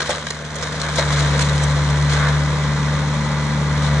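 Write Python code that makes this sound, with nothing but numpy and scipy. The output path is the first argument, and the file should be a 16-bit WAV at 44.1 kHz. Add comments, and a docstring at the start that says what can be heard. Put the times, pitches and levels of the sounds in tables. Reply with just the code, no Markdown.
"""Across a yard, an excavator pulls down a wooden house.
Boards fracture fibre by fibre, heavy beams ring in their modes, and debris tumbles and scrapes down.
The diesel's periodic firing gives harmonic exhaust tones, clatter and a thin whine; its pitch sags
as it takes the load, then it drones on. Nearby buildings add a short reverberation to the timber."""
import sys
import numpy as np
from scipy import signal
from scipy.fft import rfft, irfft
from scipy.io import wavfile

SR = 44100
rng = np.random.default_rng(int(sys.argv[2]) if len(sys.argv) > 2 else 0)


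def generate_wav(sig):
    """Save sig (samples, or channels by samples) to the path in sys.argv[1] as 16-bit PCM at SR."""
    pcm = np.round(np.clip(np.atleast_2d(sig).T, -1, 1) * 32767).astype(np.int16)
    wavfile.write(sys.argv[1], SR, pcm)


N = 176400
T = np.arange(N) / SR

# spectrum of a dull wooden knock: frequency_hz, relative_db
KNOCK_SPECTRUM = [(60, -24), (280, -8), (560, 3.5), (720, -2.5), (1800, 0), (2800, -10.5), (10000, -19.5)]
# spectrum of bright splintering: frequency_hz, relative_db
SNAP_SPECTRUM = [(200, -36), (2000, 4), (3600, 1.5), (6500, 0), (11500, -5.5)]
KNOCK_T60_S, SNAP_T60_S = 0.02, 0.024


def from_db(db):
    """Decibels to amplitude ratio."""
    return 10 ** (np.asarray(db) / 20)


def rms_one(x):
    """Normalisation to unit rms."""
    return x / np.sqrt(np.mean(x ** 2) + 1e-20)


def in_time(rows):
    """Linear interpolation of each column to every sample."""
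    s, *columns = np.transpose(rows)
    return [np.interp(T, s, c) for c in columns]


def at_hz(points, hz, column=1):
    """Interpolation of a spectrum on a log-frequency axis."""
    rows = np.array(points)
    return np.interp(np.log(hz + 1), np.log(rows[:, 0]), rows[:, column])


def drift(corner_hz):
    """Low-passed noise: a slow random fluctuation of unit rms."""
    step = 40
    pole = np.exp(-2 * np.pi * corner_hz * step / SR)
    slow = signal.lfilter([1], [1, -2 * pole, pole * pole], rng.standard_normal(N // step + 2002))[2000:]
    return np.interp(np.arange(N) / step, np.arange(len(slow)), rms_one(slow))


def response(points, column=1, size=4096):
    """Minimum-phase impulse response of a spectrum, by folding its cepstrum."""
    log_gain = np.log(from_db(at_hz(points, np.arange(size // 2 + 1) * SR / size, column)))
    cepstrum = irfft(log_gain)
    cepstrum[1:size // 2] *= 2
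    cepstrum[size // 2 + 1:] = 0
    return irfft(np.exp(rfft(cepstrum)))


def through(x, impulse):
    """Convolution, cut to the scene's length."""
    return signal.fftconvolve(np.atleast_2d(x), np.atleast_2d(impulse), axes=-1)[:, :N]


def colour(x, points, pitch=1):
    """Unit-energy filtering by a spectrum transposed by a pitch ratio."""
    impulse = response([(hz * pitch, db) for hz, db in points])
    return through(x, impulse / np.linalg.norm(impulse))


def stereo_noise(size):
    """Partial coherence: mid and side noise mix in a ratio that depends on frequency."""
    # likeness of left and right: frequency_hz, coherence
    coherence = [(60, 0.67), (700, 0.92), (1800, 0.54), (7000, 0.72)]
    mid, side = rfft(rng.standard_normal((2, size)))
    alike = at_hz(coherence, np.arange(len(mid)) * SR / size)
    return irfft(np.sqrt((1 + alike) / 2) * mid + np.sqrt((1 - alike) / 2) * side * [[1], [-1]], size)


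def burst(t60_s, size=4096):
    """Dense damped modes of a splinter or a space: exponentially decaying noise of unit energy."""
    envelope = from_db(-60 * np.arange(size) / SR / t60_s)
    return stereo_noise(size) * envelope / np.linalg.norm(envelope)


def engine():
    """Periodic firing in a four-stroke diesel gives harmonics and amplitude-modulates its clatter."""
    # main exhaust tone, twice the firing rate: time_s, pitch_hz
    main_pitch = [(.85, 150.6), (1.15, 145.2), (1.9, 145.6), (2.55, 147.7), (2.76, 146.1), (3.0, 147.9),
                  (3.8, 146.9), (4, 145.4)]
    # strength of the main tone: time_s, level_db
    main_level = [(0, -33.5), (.35, -35), (.9, -26), (1.15, -18), (2.35, -16.5), (2.58, -20), (2.9, -19),
                  (3.25, -21.5), (3.65, -19.5), (3.92, -16.5)]
    # tone at the firing rate, against the main tone: time_s, relative_db
    firing_level = [(1.8, -5.5), (3.5, -9), (3.95, -5.5)]
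    # third harmonic of the firing rate: time_s, level_db
    third_level = [(0, -44.5), (2.5, -39), (3.15, -30.5), (4, -32)]
    # weaker tones at full load, the highest a thin whine: cycle_rate_multiple, level_db
    overtones = [(5, -39), (10, -34), (11, -39.5), (15, -40.5), (28, -40), (49, -42), (54, -39.5),
                 (64, -41.5), (80, -45), (108, -37.5)]
    # strength of the clatter: time_s, level_db
    clatter_level = [(.4, -35.5), (1.1, -25), (4, -25.5)]
    # spectrum of the clatter: frequency_hz, relative_db
    clatter_spectrum = [(40, -4), (200, 6), (350, -1.5), (580, 1.5), (720, -7.5), (860, 2), (2100, -3),
                        (3500, -10.5), (10000, -20)]

    def tone(turns, db):
        return np.sqrt(2) * from_db(db) * np.sin(2 * np.pi * (turns + rng.random()))

    main_hz, = in_time(main_pitch)
    main_db, = in_time(main_level)
    firing_db, = in_time(firing_level)
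    third_db, = in_time(third_level)
    clatter_db, = in_time(clatter_level)
    speed_jitter, waver_db, knock_depth = .001, 2, 0.15
    cycles = np.cumsum(main_hz * (1 + speed_jitter * drift(8))) / SR / 8
    firings = 4 * cycles
    load_db = clatter_db - clatter_db.max() + 0.36 * (third_db - third_db.max())
    tones = tone(firings, main_db + firing_db + drift(8) / 2)
    tones += tone(2 * firings, main_db + drift(8) / 2)
    tones += tone(3 * firings, third_db + 1.4 * drift(8))
    for multiple, db in overtones:
        tones += tone(multiple * cycles, db + load_db + waver_db * drift(8))
    one_cycle = rng.standard_normal(2400)  # part of the clatter repeats every cycle
    repeating = one_cycle[(cycles % 1 * len(one_cycle)).astype(int)]
    repeating = signal.sosfilt(signal.butter(2, [400, 1600], "band", fs=SR, output="sos"), repeating)
    knock = 1 + knock_depth * np.cos(2 * np.pi * firings)
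    clatter = rms_one(knock * (stereo_noise(N) + from_db(-5) * repeating))
    return tones + from_db(clatter_db) * colour(clatter, clatter_spectrum)


def tear(length_s, t60_s, size=4096):
    """Cascading fracture: one strong snap, then a random run of fibres, each ringing briefly."""
    fibres_per_s, spread_db, first_snap_db = 1800, 1.5, 7
    t = np.arange(size) / SR
    breaking = (rng.random(size) < fibres_per_s / SR) & (t < length_s)
    snaps = breaking * from_db(spread_db * rng.standard_normal(size))
    snaps[0] = from_db(first_snap_db)
    snaps *= rng.choice([-1, 1], size)
    sound = through(snaps, burst(t60_s))
    return sound * np.sqrt(2 * (length_s + t60_s / 10) * SR / np.sum(sound ** 2))  # about unit rms


def boards():
    """Brittle fracture gives a dull knock and bright splintering, both higher in a thinner board."""
    # breaking boards: start_s, length_s, knock_db, snap_db, pitch_ratio
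    breaks = [(.005, 0.0042, -18.5, -21, 0.93), (0.018, 0.011, -23.5, -23.5, 0.85),
              (0.093, 0.008, -21, -25, 0.71), (.103, 0.0037, -25, -18.5, 0.93),
              (.268, 0.0031, -22, -25, 0.97), (.304, 0.0041, -27.5, -17.5, 0.96),
              (.554, 0.01, -51, -24.5, 4.1), (.625, 0.013, -29.5, -22.5, 0.83),
              (0.815, 0.0027, -22, -18, 2.7), (.957, 0.0085, -46, -22.5, 2.9),
              (.974, 0.037, -35, -23, 1.14), (.983, .016, -19, -33, 1.05),
              (1.104, 0.0038, -24, -25.5, 0.88), (1.126, 0.0043, -26, -24, 0.6),
              (1.392, .0045, -22, -19, 1.1), (1.408, .02, -29, -19.5, 0.92), (1.558, 0.011, -42, -28, 4.6),
              (1.635, 0.0081, -29, -21.5, 3.7), (2.096, .045, -28, -31.5, 1.7)]
    out = np.zeros((2, N + SR))
    for start_s, length_s, knock_db, snap_db, pitch in breaks:
        knock = from_db(knock_db) * colour(tear(length_s, KNOCK_T60_S), KNOCK_SPECTRUM, pitch)
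        snap = from_db(snap_db) * colour(tear(length_s, SNAP_T60_S), SNAP_SPECTRUM, pitch)
        start = int(start_s * SR)
        out[:, start:start + knock.shape[1]] += knock + snap
    return out[:, :N]


def grains(per_s, t60_s, pieces=10):
    """Shot noise: random impacts of uneven size excite pieces that each have their own ring."""
    spread_db, clump_db = 2.6, 1.3
    size_db = spread_db * np.minimum(rng.exponential(1, N), 4) + clump_db * drift(28)
    hits = from_db(size_db) * rng.choice([-1, 1], N) * (rng.random(N) < per_s / SR)
    piece = rng.integers(0, pieces, N)
    return rms_one(sum(through(hits * (piece == k), burst(t60_s)) for k in range(pieces)))


def debris():
    """Many small impacts superpose into the crunch of rubble and the crackle of splinters."""
    # falling debris: time_s, rubble_db, splinter_db
    fall = [(.05, -27, -31.5), (.12, -27, -25), (.26, -34, -35), (.52, -33.5, -37.5), (.66, -29.5, -33),
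            (.94, -30, -31), (1.0, -23, -30), (1.07, -29, -33), (1.16, -24, -25), (1.36, -25, -34),
            (1.44, -27, -28.5), (1.53, -29.5, -30.5), (2.07, -32, -35), (2.14, -28, -23.5),
            (2.28, -23, -45), (2.42, -34.5, -36.5), (3.72, -39, -41.5), (3.85, -30, -29), (4, -31, -53)]
    rubble_db, splinter_db = in_time(fall)
    rubble = colour(grains(per_s=1200, t60_s=KNOCK_T60_S), KNOCK_SPECTRUM)
    splinters = colour(grains(per_s=600, t60_s=SNAP_T60_S), SNAP_SPECTRUM)
    return from_db(rubble_db) * rubble + from_db(splinter_db) * splinters


def beams(t60_s=0.085):
    """Damped free vibration: a heavy blow rings a beam's low modes as a hollow thud."""
    # beams giving way: start_s, level_db, pitch_hz
    thuds = [(.094, -16.5, 528), (.986, -15.5, 565)]
    # modes of a beam: frequency_ratio, relative_db
    modes = [(1, -3), (1.11, 2), (1.6, -2)]
    out = np.zeros(N)
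    for start_s, db, hz in thuds:
        t = np.clip(T - start_s, 0, 2 * t60_s)
        ring = sum(from_db(mode_db) * np.sin(2 * np.pi * hz * ratio * t) for ratio, mode_db in modes)
        out += from_db(db) * ring * from_db(-60 * t / t60_s)
    return out


def slides(width_octaves=0.84):
    """Stick-slip friction: a sliding board's tiny slips swell and fade as a rasp around one pitch."""
    # scraping boards: middle_s, half_length_s, level_db, centre_hz
    scrapes = [(0.856, 0.045, -27.5, 1290), (2.258, 0.096, -24.5, 1400)]
    slips = grains(per_s=2400, t60_s=SNAP_T60_S, pieces=4)
    out = np.zeros((2, N))
    for middle_s, half_s, db, hz in scrapes:
        band = signal.butter(2, hz * 2 ** (width_octaves * np.array([-.5, .5])), "band", fs=SR, output="sos")
        swell = np.exp(-((T - middle_s) / half_s) ** 2 / 2)
        out += from_db(db) * swell * rms_one(signal.sosfilt(band, slips))
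    return out


def yard(x, t60_s=0.17, tail_db=-9.5):
    """Reverberation: reflections from the buildings around add a thin, dull tail."""
    dull = signal.sosfilt(signal.butter(1, 5000, fs=SR, output="sos"), x)
    return x + from_db(tail_db) * through(dull.mean(axis=0), burst(t60_s, size=32768))


def scene():
    """Superposition of the engine and the reverberant sounds of the breaking house."""
    return engine() + yard(boards() + beams() + debris() + slides())


def record(dry):
    """Linear filtering: left and right each have a tone colour; treble falls steeply above 10 kHz."""
    # left and right tone colour: frequency_hz, left_db, right_db
    tone_colour = [(555, 0, -1.5), (2210, -2.5, -0.5), (2530, -10.5, -3), (3350, 4.5, -15.5),
                   (4160, 7, -10), (5080, -5.5, 1), (6360, -3, 4.5), (8200, -15.5, -3), (9960, -21, -3.5),
                   (10760, -30, -33.5)]
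    cutoff_hz = 11400
    coloured = through(dry, np.array([response(tone_colour, column) for column in (1, 2)]))
    return signal.sosfilt(signal.ellip(10, .2, 80, cutoff_hz, fs=SR, output="sos"), coloured)


dry = scene()
out = record(dry)
generate_wav(out)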